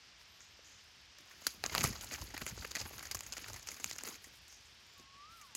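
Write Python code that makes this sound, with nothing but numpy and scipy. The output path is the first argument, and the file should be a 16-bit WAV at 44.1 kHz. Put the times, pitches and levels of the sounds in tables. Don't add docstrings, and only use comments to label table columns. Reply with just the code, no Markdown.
import sys
import numpy as np
from scipy import signal
from scipy.fft import rfft, irfft
from scipy.io import wavfile

SR = 44100
rng = np.random.default_rng(int(sys.argv[2]) if len(sys.argv) > 2 else 0)


def decibels_to_gain(level_db):
    exponent = np.asarray(level_db, float) / 20
    return 10 ** exponent


def unload_audio(sound):
    columns = np.transpose(np.atleast_2d(sound))
    steps = np.round(np.clip(columns, -1, 1) * 32767)
    wavfile.write(sys.argv[1], SR, steps.astype(np.int16))


N = 245195

# [f/Hz, density/dB]
FOREST_SPECTRUM = [(88, -41), (150, -4.5), (627, -5.5), (703, -4.5), (1290, -1.5), (1720, 0.5), (1970, 0),
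                   (2210, 1), (3050, 2.5), (4140, -0.5), (5110, 2.5), (6930, -8.5), (10900, -28),
                   (14300, -25)]
FOREST_DB = -60.5
# [middle t/s, length/s, level/dB]
FAR_LEAF_STIRS = [(0.037, 0.17, -85), (0.212, 0.062, -72), (.38, 0.5, -85), (.69, 0.091, -77),
                  (.87, .4, -80), (1.04, 0.13, -86), (1.2, 0.056, -73), (1.27, .15, -78),
                  (4.248, 0.13, -68), (4.362, 0.023, -65.5), (4.383, 0.033, -66), (4.567, 0.018, -77),
                  (4.864, 0.012, -78), (4.438, 0.33, -78), (4.5, 0.069, -85), (4.616, 0.38, -75),
                  (4.85, .3, -78), (5.02, 0.055, -75), (5.15, 0.45, -90), (5.387, 0.22, -69),
                  (5.496, 0.22, -80)]

STILL_AIR_DB, UPPER_AIR_DB = -72.5, -10.5
WAKE_S, WAKE_RISE_S, WAKE_DB, WAKE_FADE_DB_PER_S = 1.546, 0.16, -53, 9
# [middle t/s, length/s, level below 130 Hz/dB, relative level at 130-350 Hz/dB]
WING_PUFFS = [(1.478, 0.021, -60, 7.5), (1.749, 0.074, -54, 2), (1.826, 0.13, -57, 11),
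              (1.905, 0.052, -50.5, -3.5), (2.214, 0.031, -53, -8), (2.44, 0.08, -57, -2),
              (2.526, 0.038, -56, 4), (2.596, 0.13, -55.5, -10), (2.83, 0.11, -57, -11),
              (2.968, 0.047, -68, -10), (3.159, 0.049, -61, 0), (3.283, 0.071, -68, -11),
              (3.528, 0.15, -56.5, -25), (3.859, 0.065, -70.5, 7.5)]

# [t/s, peak level at 3.5-8 kHz/dB, relative twig body level/dB, t60/s]
BRITTLE_BREAKS = [(1.75, -26.5, 7, 0.0072), (1.84, -29.5, 6.5, 0.018), (1.781, -29, 11, .008),
                  (2.0435, -43.5, -15, 0.032), (2.3778, -40.5, 10.5, 0.022), (2.465, -36.5, 7.5, 0.028),
                  (3.0268, -46.5, 5, 0.065), (3.147, -33.5, -2.5, 0.017), (3.422, -57, -17, 0.023),
                  (3.4834, -45.5, 2.5, 0.079), (3.5616, -49, 6.5, 0.082), (3.962, -43.5, -6, .008),
                  (4.0359, -35, -13, 0.0099), (4.061, -48, -8, 0.017), (4.0921, -47, -6, 0.042),
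                  (4.48, -57, -8, .04)]
DRY_BREAKS = [(1.184, -50, -1, .041), (1.311, -56, 7, .07), (1.4671, -19.5, -5.5, 0.033),
              (1.79, -32, -5, 0.015), (1.802, -35, -1, 0.022), (1.813, -36, 8.5, 0.024),
              (1.819, -36, 3, 0.011), (1.832, -35, 0, .03), (1.858, -34, 0, 0.028), (2.061, -54, -16, .011),
              (2.343, -48, 9, .04), (2.752, -31.5, 2, 0.025), (2.7581, -31, 2.5, 0.015),
              (2.7657, -40.5, 10, 0.045), (2.981, -42.5, -0.5, 0.018), (3.071, -43.5, 0, 0.016),
              (3.112, -30, -6, 0.049), (3.1499, -31.5, -7, .028), (3.1701, -41.5, 0, 0.016),
              (3.2072, -32, -3, 0.012), (3.233, -45.5, -4, 0.08), (3.264, -42, -7, 0.044),
              (3.328, -37, -19, 0.019), (3.3356, -38, -0.5, 0.017), (3.532, -39, -7, 0.018),
              (3.6713, -39.5, -1, 0.073), (3.7155, -40.5, -0.5, 0.034), (3.8313, -51, -23, 0.011),
              (3.8429, -21.5, -5.5, 0.0071), (3.86, -39, -6, .03), (3.878, -43, -18, .03),
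              (3.8955, -40.5, -25, .059), (3.9834, -33.5, -17, 0.016), (3.9862, -36.5, -2.5, 0.024),
              (4.074, -45, 7, 0.046), (4.153, -49, 0.5, 0.046), (4.242, -46, -3.5, 0.11),
              (4.526, -52.5, -2, 0.037), (4.9965, -56, -5, 0.055), (5.4137, -48.5, -2, 0.1),
              (5.5504, -29.5, -12, 0.065)]
GREEN_BREAKS = [(0.2127, -57, 5.5, 0.033), (.405, -48.5, -5, 0.053), (1.206, -54, -1, 0.028),
                (1.662, -21.5, -12, 0.012), (1.763, -36, 5, 0.021), (1.779, -24.5, -3, 0.012),
                (1.8083, -23, -6, 0.014), (1.982, -58, 0.5, .029), (2.01, -32, -24, 0.033),
                (2.366, -42.5, 10, 0.036), (2.813, -33, -5.5, 0.027), (2.9937, -32.5, -20, 0.013),
                (3.0534, -36.5, -6, 0.034), (3.191, -32, -29, 0.0055), (3.3231, -29, -19, 0.011),
                (3.3254, -36.5, -10, 0.038), (3.368, -39, 3, 0.062), (3.428, -54, -15, 0.015),
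                (3.4423, -49.5, 13.5, 0.023), (3.462, -52, 11, .015), (3.5954, -38.5, -22, 0.011),
                (3.628, -38.5, -34, 0.024), (3.687, -31.5, -6, 0.027), (3.665, -50, -15, .01),
                (3.73, -44, -19, .03), (3.743, -39, -14, 0.02), (3.808, -48, -7, .015),
                (3.767, -44.5, -1, 0.033), (3.912, -27, -10.5, 0.012), (3.9556, -43, -12, .026),
                (4.009, -41.5, -4, 0.077), (4.05, -40, 0, 0.016), (4.054, -35, -9, 0.017),
                (4.087, -32, -18, 0.011)]
WOODY_BREAKS = [(1.639, -25.5, 3, 0.017), (1.6962, -42, 6, 0.026), (1.7438, -36, 2, 0.014),
                (1.7582, -34.5, 5, .02), (1.8486, -30, 3.5, 0.025), (1.9272, -40, -6, 0.084),
                (1.9545, -50, 12, 0.041), (2.112, -49, 14.5, 0.013), (2.121, -41.5, 3, 0.018),
                (2.131, -39, -2, 0.026), (2.137, -36.5, -10, 0.02), (2.2191, -37, -15, 0.027),
                (2.303, -47.5, -2, 0.083), (2.801, -45, 3, 0.049), (3.009, -48.5, 9, 0.01),
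                (3.3809, -32, -22, .006), (3.499, -36.5, -13, 0.03), (3.542, -43.5, -9, 0.028),
                (3.7992, -40.5, -9, 0.065)]
# [relative leaf edge level/dB, relative wood knock level/dB]
SNAP_COLOURS = [
    (8, -5),
    (-2.5, -18.5),
    (-19, -17),
    (-7.5, -4.5),
]
KNOCK_FOLLOWS_BODY = 0.074
# [low f/Hz, high f/Hz]
SNAP_PARTS = [
    (3700, 8000),
    (800, 3000),
    (8000, 16500),
    (250, 800),
]
# [t/s, twig f/Hz, leaf f/Hz]
CLEAR_RINGS = [(1.4675, 1510, 4480), (1.639, 860, 4630), (1.662, 1700, 6420), (1.75, 1160, 4800),
               (1.758, 1030, 4910), (1.764, 2580, 6890), (1.779, 2780, 4720), (1.7815, 2990, 4480),
               (1.79, 2630, 6720), (1.802, 2480, 4440), (1.8087, 2370, 7130), (1.813, 2240, 6520),
               (1.84, 1310, 6550), (1.8486, 2110, 7190), (1.9545, 1210, 6550), (2.01, 2970, 6720),
               (2.112, 2610, 5450), (2.219, 1030, 4670), (2.343, 1720, 5210), (2.3665, 1890, 4520),
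               (2.3775, 2370, 4410), (2.465, 2200, 6610), (2.752, 1960, 4590), (2.7583, 2170, 6350),
               (2.7665, 2150, 4440), (2.801, 2890, 5100), (2.812, 2500, 5170), (2.981, 1340, 6480),
               (2.9935, 2090, 4350), (3.0266, 1960, 6400), (3.0534, 1850, 4970), (3.112, 2330, 4800),
               (3.15, 1080, 6610), (3.191, 1870, 7470), (3.2068, 2780, 6610), (3.264, 2150, 6830),
               (3.3233, 1740, 4890), (3.3265, 2500, 4840), (3.3356, 3080, 6400), (3.368, 2020, 6120),
               (3.3809, 2730, 6610), (3.4438, 2020, 4460), (3.4635, 1770, 7130), (3.499, 1360, 5080),
               (3.532, 2540, 6310), (3.5614, 1850, 4720), (3.6716, 2860, 5710), (3.6873, 2260, 6070),
               (3.7161, 2170, 6700), (3.767, 2200, 6720), (3.8429, 2520, 7020), (3.896, 2710, 4720),
               (3.911, 1920, 6180), (3.9834, 2370, 7210), (3.9865, 2670, 5250), (4.0365, 2220, 7080),
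               (4.054, 2820, 4800), (4.076, 1380, 6910), (4.087, 3080, 6980), (5.5504, 3040, 7150)]
# [low f/Hz, high f/Hz]
TWIG_RING_RANGE = (1400, 2600)
# [low f/Hz, high f/Hz]
LEAF_RING_RANGE = (4800, 7400)
RING_Q = 4.0
# [peak level/dB, gain factor]
RING_AMOUNT = [
    (-34, 3.2),
    (-22, 1.2),
]
# [delay/s, level/dB]
TRUNK_ECHOES = [
    (0.01, -41),
    (0.026, -31),
]
# [delay/s, level/dB]
DISTANT_ECHO = (0.079, -13)

# [start t/s, length/s, start f/Hz, middle f/Hz, end f/Hz]
THIN_SQUEAKS = [(.265, .04, 13600, 13800, 14200), (.295, .03, 13500, 13600, 13700),
                (.275, .125, 11700, 12850, 12200), (.36, .075, 13900, 13750, 13400),
                (.33, .1, 11800, 11100, 11050), (.41, .05, 11850, 11800, 11700),
                (.265, .035, 10100, 10250, 10500), (.475, .05, 12000, 12200, 12100),
                (.505, .045, 13800, 13400, 13000), (.56, .04, 13500, 13550, 13600),
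                (.61, .06, 12800, 12700, 13200)]
# [start t/s, length/s, start f/Hz, middle f/Hz, end f/Hz]
SMALL_PEEPS = [
    (.25, .2, 1020, 1130, 1100),
    (4.76, .09, 1000, 1060, 1020),
    (4.53, .05, 5600, 5480, 5500),
]
SQUEAK_DB, PEEP_DB = -82, -80
# [t/s, f/Hz, level/dB]
RISING_CHIRP = [
    (4.83, 6800, -88),
    (4.87, 6950, -76),
    (4.92, 7120, -75),
    (4.98, 7200, -84),
]
CHIRP_OCTAVE_DB = -8
# [t/s, f/Hz, level/dB]
FAR_WHISTLE = [
    (4.955, 1150, -68),
    (5.03, 1079, -71),
    (5.16, 1116, -62),
    (5.238, 1182, -57),
    (5.31, 1330, -63),
    (5.345, 1372, -58),
    (5.376, 1348, -64),
    (5.452, 1105, -59),
    (5.47, 1045, -73),
    (5.55, 830, -70),
]
# [start t/s, length/s, f/Hz, width/Hz, level/dB]
INSECT_BUZZES = [
    (.40, 0.04, 6700, 1200, -68),
    (0.414, 0.1, 6460, 1280, -65.5),
    (.645, 0.21, 6440, 1200, -64),
    (4.49, 0.15, 6050, 1400, -61.5),
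    (4.652, 0.027, 6900, 1490, -64),
]
# [t/s, f/Hz, t60/s, peak level/dB]
BRANCH_KNOCKS = [
    (0.591, 330, 0.046, -61.5),
    (1.197, 197, 0.19, -67.5),
    (2.577, 610, 0.017, -50.5),
    (2.909, 450, 0.019, -48),
    (4.267, 262, 0.037, -61.5),
    (4.995, 214, 0.14, -61.5),
]

# [t/s, level/dB]
LEAF_MOTION = [(1.15, -86), (1.3, -66), (1.46, -57.5), (1.62, -63), (1.65, -50), (1.74, -52), (1.87, -39),
               (1.92, -53.5), (2.07, -54.5), (2.2, -50), (2.27, -57.5), (2.85, -54), (3.29, -57),
               (3.5, -54), (3.65, -61.5), (4.15, -54.5), (4.19, -72), (4.35, -63.5)]
# [f/Hz, density/dB]
LEAF_SPECTRUM = [(88, -16), (150, -2.5), (398, -7), (599, -10.5), (1310, -7), (2800, -6), (3610, -10),
                 (4740, -2.5), (5760, -8.5), (6610, -0.5), (8680, -20.5), (9300, -16), (11400, -9.5),
                 (15900, -17.5)]
# [middle t/s, length/s, level/dB, relative dull level/dB]
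LEAF_SWEEPS = [(1.495, 0.11, -56, -26), (1.656, 0.053, -54, 10.5), (1.728, 0.027, -45.5, 7.5),
               (1.758, 0.025, -43.5, 4), (1.78, 0.02, -49, 7), (1.793, 0.048, -45, 4.5),
               (1.845, 0.0089, -51, -9), (1.846, 0.035, -37, 3), (2.032, 0.039, -58, 5),
               (2.129, 0.051, -45.5, -1.5), (2.145, 0.052, -61, 4.5), (2.346, 0.017, -48.5, 9.5),
               (2.419, 0.018, -40, 6), (2.494, 0.069, -51, 2.5), (2.63, 0.018, -47, 5),
               (2.651, 0.014, -47, 8), (2.674, 0.017, -53, -8), (2.715, 0.014, -43.5, 1.5),
               (2.77, 0.016, -48.5, 15), (2.806, 0.061, -54, 4), (2.861, 0.019, -51.5, 14),
               (2.936, 0.022, -54.5, 8), (3.373, 0.02, -48, -9), (3.717, 0.12, -57.5, 2.5),
               (3.875, 0.11, -55.5, -20), (3.931, 0.02, -50.5, 3), (4.074, 0.075, -51.5, 2),
               (4.988, 0.035, -63, -7)]
GRAINS_PER_S, GRAIN_SPREAD_DB = 4000, 3.4
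PATCHY_DB, DULL_SHARE_DB = 4.0, 2.5
# [t/s, f/Hz, peak level/dB]
WING_THUMPS = [
    (1.736, 75, -43),
    (1.797, 190, -43),
    (1.845, 143, -25.5),
    (1.903, 101, -37),
    (2.224, 202, -43),
    (2.418, 168, -37),
    (2.523, 110, -39),
    (2.598, 85, -42.5),
    (2.82, 75, -45),
    (3.153, 110, -43.5),
]
THUMP_CYCLES = 3.0
LOW_CUT_HZ, EDGE_HZ = 45, 16150


def rms_one(x):
    return x / np.sqrt(np.mean(x ** 2) + 1e-20)


def in_time(rows):
    s, *columns = np.transpose(rows)
    return [np.interp(np.arange(N) / SR, s, c) for c in columns]


def low_pass(x, hz, order=2):
    return signal.sosfilt(signal.butter(order, hz, fs=SR, output="sos"), x)


def band(x, lo_hz, hi_hz, order=2):
    return signal.sosfilt(signal.butter(order, [lo_hz, hi_hz], "band", fs=SR, output="sos"), x)


def colour(x, spectrum, size=4096):
    hz, level_db = np.transpose(spectrum)
    bins_hz = np.fft.rfftfreq(size, 1 / SR)
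    log_gain = np.log(decibels_to_gain(np.interp(np.log(bins_hz + 1), np.log(hz), level_db)))
    cepstrum = irfft(log_gain)
    cepstrum[1:size // 2] *= 2
    cepstrum[size // 2 + 1:] = 0
    impulse = irfft(np.exp(rfft(cepstrum)))
    return rms_one(signal.fftconvolve(x, impulse)[:N])


def drift(rate):
    r = np.exp(-2 * np.pi * rate / SR)
    noise = rng.standard_normal(N + SR)
    return rms_one(signal.lfilter([1], [1, -2 * r, r * r], noise)[SR:])


def tone(hz, level_db):
    return np.sqrt(2) * decibels_to_gain(level_db) * np.sin(2 * np.pi * np.cumsum(hz) / SR)


def window(rows, fade_s=0.0074):
    t0, t1 = rows[0][0], rows[-1][0]
    return np.interp(np.arange(N) / SR, [t0, t0 + fade_s, t1 - fade_s, t1], [0, 1, 1, 0])


def swell(s, length):
    return np.clip(1 - ((np.arange(N) / SR - s) / (0.58 * length)) ** 2, 0, 1) ** 2


def forest():
    hiss = colour(rng.standard_normal(N), FOREST_SPECTRUM + [(15200, -75.0)])
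    hiss = decibels_to_gain(FOREST_DB + 0.52 * drift(29)) * hiss
    flicker = rms_one(band(rng.standard_normal(N) * decibels_to_gain(3.5 * drift(60)), 6000, 14300, order=4))
    stir_gain = sum(decibels_to_gain(db) * swell(s, length) for s, length, db in FAR_LEAF_STIRS)
    return hiss + stir_gain * flicker


def gusts():
    since = np.arange(N) / SR - WAKE_S
    wake = decibels_to_gain(WAKE_DB - WAKE_FADE_DB_PER_S * since) * np.clip(since / WAKE_RISE_S, 0, 1)
    bed = decibels_to_gain(STILL_AIR_DB) + wake
    low_gain, upper_gain = bed, bed * decibels_to_gain(UPPER_AIR_DB)
    for s, length, db, upper_db in WING_PUFFS:
        puff = decibels_to_gain(db) * swell(s, length)
        low_gain = low_gain + puff
        upper_gain = upper_gain + puff * decibels_to_gain(upper_db)
    low = rms_one(band(band(rng.standard_normal(N), 28.0, 95.0), 45.7, 143))
    upper = rms_one(band(rng.standard_normal(N) * decibels_to_gain(4.0 * drift(25)), 105, 230))
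    return low_gain * low + upper_gain * upper


def snap_rows():
    rows = []
    kinds = (BRITTLE_BREAKS, DRY_BREAKS, GREEN_BREAKS, WOODY_BREAKS)
    for breaks, (edge_db, knock_db) in zip(kinds, SNAP_COLOURS):
        for s, db, body_db, t60 in breaks:
            rows.append((s, db, body_db, edge_db, knock_db + KNOCK_FOLLOWS_BODY * body_db, t60))
    return np.array(rows)


def ring(bursts, times, peak_db):
    chance = rng.random((len(times), 2))
    twig_hz = np.interp(chance[:, 0], [0, 1], TWIG_RING_RANGE)
    leaf_hz = np.interp(chance[:, 1], [0, 1], LEAF_RING_RANGE)
    pitches = np.c_[twig_hz, leaf_hz]
    for s, *hz in CLEAR_RINGS:
        pitches[np.abs(times - s).argmin()] = hz
    gains = np.interp(peak_db, *np.transpose(RING_AMOUNT))
    rung = []
    for x, pair, gain in zip(bursts, pitches, gains):
        resonances = sum(signal.lfilter(*signal.iirpeak(hz, RING_Q, fs=SR), x) for hz in pair)
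        rung.append(x + gain * resonances)
    return np.array(rung)


def snaps(size=3000):
    rows, t, out = snap_rows(), np.arange(size) / SR, np.zeros(N + size)
    times, peak_db = rows[:, 0], rows[:, 1]
    t60 = np.clip(rows[:, 5:], .004, .07)
    draws = rng.standard_normal((len(rows), 2, size))
    crackle = draws[:, 0] * decibels_to_gain(3.5 * draws[:, 1])
    crack = 1.5 * draws[:, 1] * decibels_to_gain(-60 * np.abs(t - .0004) / .003)
    crack[:, round(.0004 * SR)] = .075 / t60[:, 0] * np.sign(draws[:, 0, 0])
    burst = crackle * decibels_to_gain(-60 * t / t60) * np.minimum(t / 0.000098, 1) + crack
    leaf_impulse = colour(np.r_[1., np.zeros(size)], np.multiply(LEAF_SPECTRUM, [1, .5]))
    burst = signal.fftconvolve(burst, leaf_impulse[None, :size], axes=1)[:, :size]
    burst = ring(burst, times, peak_db)
    levels_db = rows[:, 1:2] + np.c_[0 * peak_db, rows[:, 2:5]]
    shaped = 0
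    for k, (lo_hz, hi_hz) in enumerate(SNAP_PARTS):
        part = band(burst, lo_hz, hi_hz) * (1, -1, -1, 1)[k]
        part = part / np.abs(part).max(axis=1, keepdims=True)
        shaped = shaped + part * decibels_to_gain(levels_db[:, k:k + 1])
    for s, one in zip(times, shaped):
        i = round(s * SR)
        out[i:i + size] += one
    return out[:N]


def trunks(x, echoes):
    dull = low_pass(x, 4000, order=1)
    return x + sum(decibels_to_gain(db) * np.r_[np.zeros(round(s * SR)), dull][:N] for s, db in echoes)


def birds():
    hz, level_db = in_time(FAR_WHISTLE)
    out = tone(hz, level_db + .8 * drift(20)) * window(FAR_WHISTLE)
    hz, level_db = in_time(RISING_CHIRP)
    level_db = level_db + 4.0 * drift(50)
    chirp = tone(hz, level_db) + tone(2 * hz, level_db + CHIRP_OCTAVE_DB)
    out += chirp * window(RISING_CHIRP)
    waver_db = 4.0 * drift(40)
    calls = [(*r, SQUEAK_DB) for r in THIN_SQUEAKS] + [(*r, PEEP_DB) for r in SMALL_PEEPS]
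    for t0, length, *bend_hz, level_db in calls:
        i, count = round(t0 * SR), round(length * SR)
        u = np.linspace(0, 1, count)
        hz = np.polyval(np.polyfit([0, .5, 1], bend_hz, 2), u)
        shape = np.sqrt(np.sin(np.pi * u).clip(0))
        out[i:i + count] += tone(hz, level_db + waver_db[i:i + count]) * shape
    return out


def insects():
    t, out = np.arange(N) / SR, 0
    rasp = rng.standard_normal(N) * decibels_to_gain(1.2 * drift(83))
    for s, length, hz, width_hz, level_db in INSECT_BUZZES:
        shape = (t > s) * np.clip(1 - ((t - s) / length) ** 2, 0, 1)
        wings = rms_one(band(rasp, hz - width_hz / 2, hz + width_hz / 2))
        out = out + decibels_to_gain(level_db) * shape * wings
    return out


def knocks():
    t, out, noise = np.arange(N) / SR, 0, rng.standard_normal(N)
    for s, hz, t60, peak_db in BRANCH_KNOCKS:
        decay = (t > s) * decibels_to_gain(-60 * (t - s).clip(0) / t60)
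        out = out + band(noise * decay + 1e-18, .5 * hz, 2 * hz) * decibels_to_gain(peak_db + 20.5)
    return out


def rustle():
    level_db, = in_time(LEAF_MOTION)
    sizes = decibels_to_gain(GRAIN_SPREAD_DB * np.minimum(rng.exponential(1, N), 3)) * rng.choice([-1, 1], N)
    clump_db = 1.5 * drift(60)
    patches = [drift(30.6) for _ in range(5)]
    born = rng.random(N) < GRAINS_PER_S * decibels_to_gain(clump_db + 3.0 * drift(15)) / SR
    edges, dealt = np.geomspace(200, 16500, 15), rng.integers(0, 14, N)
    rings = 0
    for k, (lo, hi) in enumerate(zip(edges, edges[1:])):
        grains = rms_one(band(sizes * born * (dealt == k) + 1e-18, lo, hi))
        rings = rings + grains * np.sqrt(hi - lo) * decibels_to_gain(PATCHY_DB * patches[k // 3])
    friction = .65 * decibels_to_gain(.5 * clump_db) * rng.standard_normal(N)
    leaves = colour(rms_one(rings) + friction, LEAF_SPECTRUM)
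    dull = low_pass(leaves, 3000)
    bright_gain = decibels_to_gain(level_db) * window(LEAF_MOTION)
    dull_gain = bright_gain * decibels_to_gain(DULL_SHARE_DB)
    for s, length, sweep_db, share_db in LEAF_SWEEPS:
        sweep = decibels_to_gain(sweep_db) * swell(s, length)
        bright_gain = bright_gain + sweep
        dull_gain = dull_gain + sweep * decibels_to_gain(share_db)
    return bright_gain * (leaves - dull) + dull_gain * dull


def thumps():
    t, out = np.arange(N) / SR, 0
    for s, hz, peak_db in WING_THUMPS:
        turns = hz * (t - s).clip(0)
        out = out - decibels_to_gain(peak_db + 6.0 - 60 * turns / THUMP_CYCLES) * np.sin(2 * np.pi * turns)
    return low_pass(out, 420)


def scene():
    near = trunks(snaps(), TRUNK_ECHOES)
    far = trunks(birds(), TRUNK_ECHOES + [DISTANT_ECHO])
    air = forest() + gusts() + thumps()
    return (air + near + far + insects() + knocks() + rustle())[None]


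def band_limit(x):
    return signal.sosfilt(signal.butter(12, 16800, fs=SR, output="sos"), x)


def record(dry):
    top_cut = signal.sosfilt(signal.ellip(8, .5, 40, EDGE_HZ - 250, fs=SR, output="sos"), dry)
    mix = signal.sosfilt(signal.butter(4, LOW_CUT_HZ, "high", fs=SR, output="sos"), top_cut)
    return band_limit(mix)


dry = scene()
out = record(dry)
unload_audio(out)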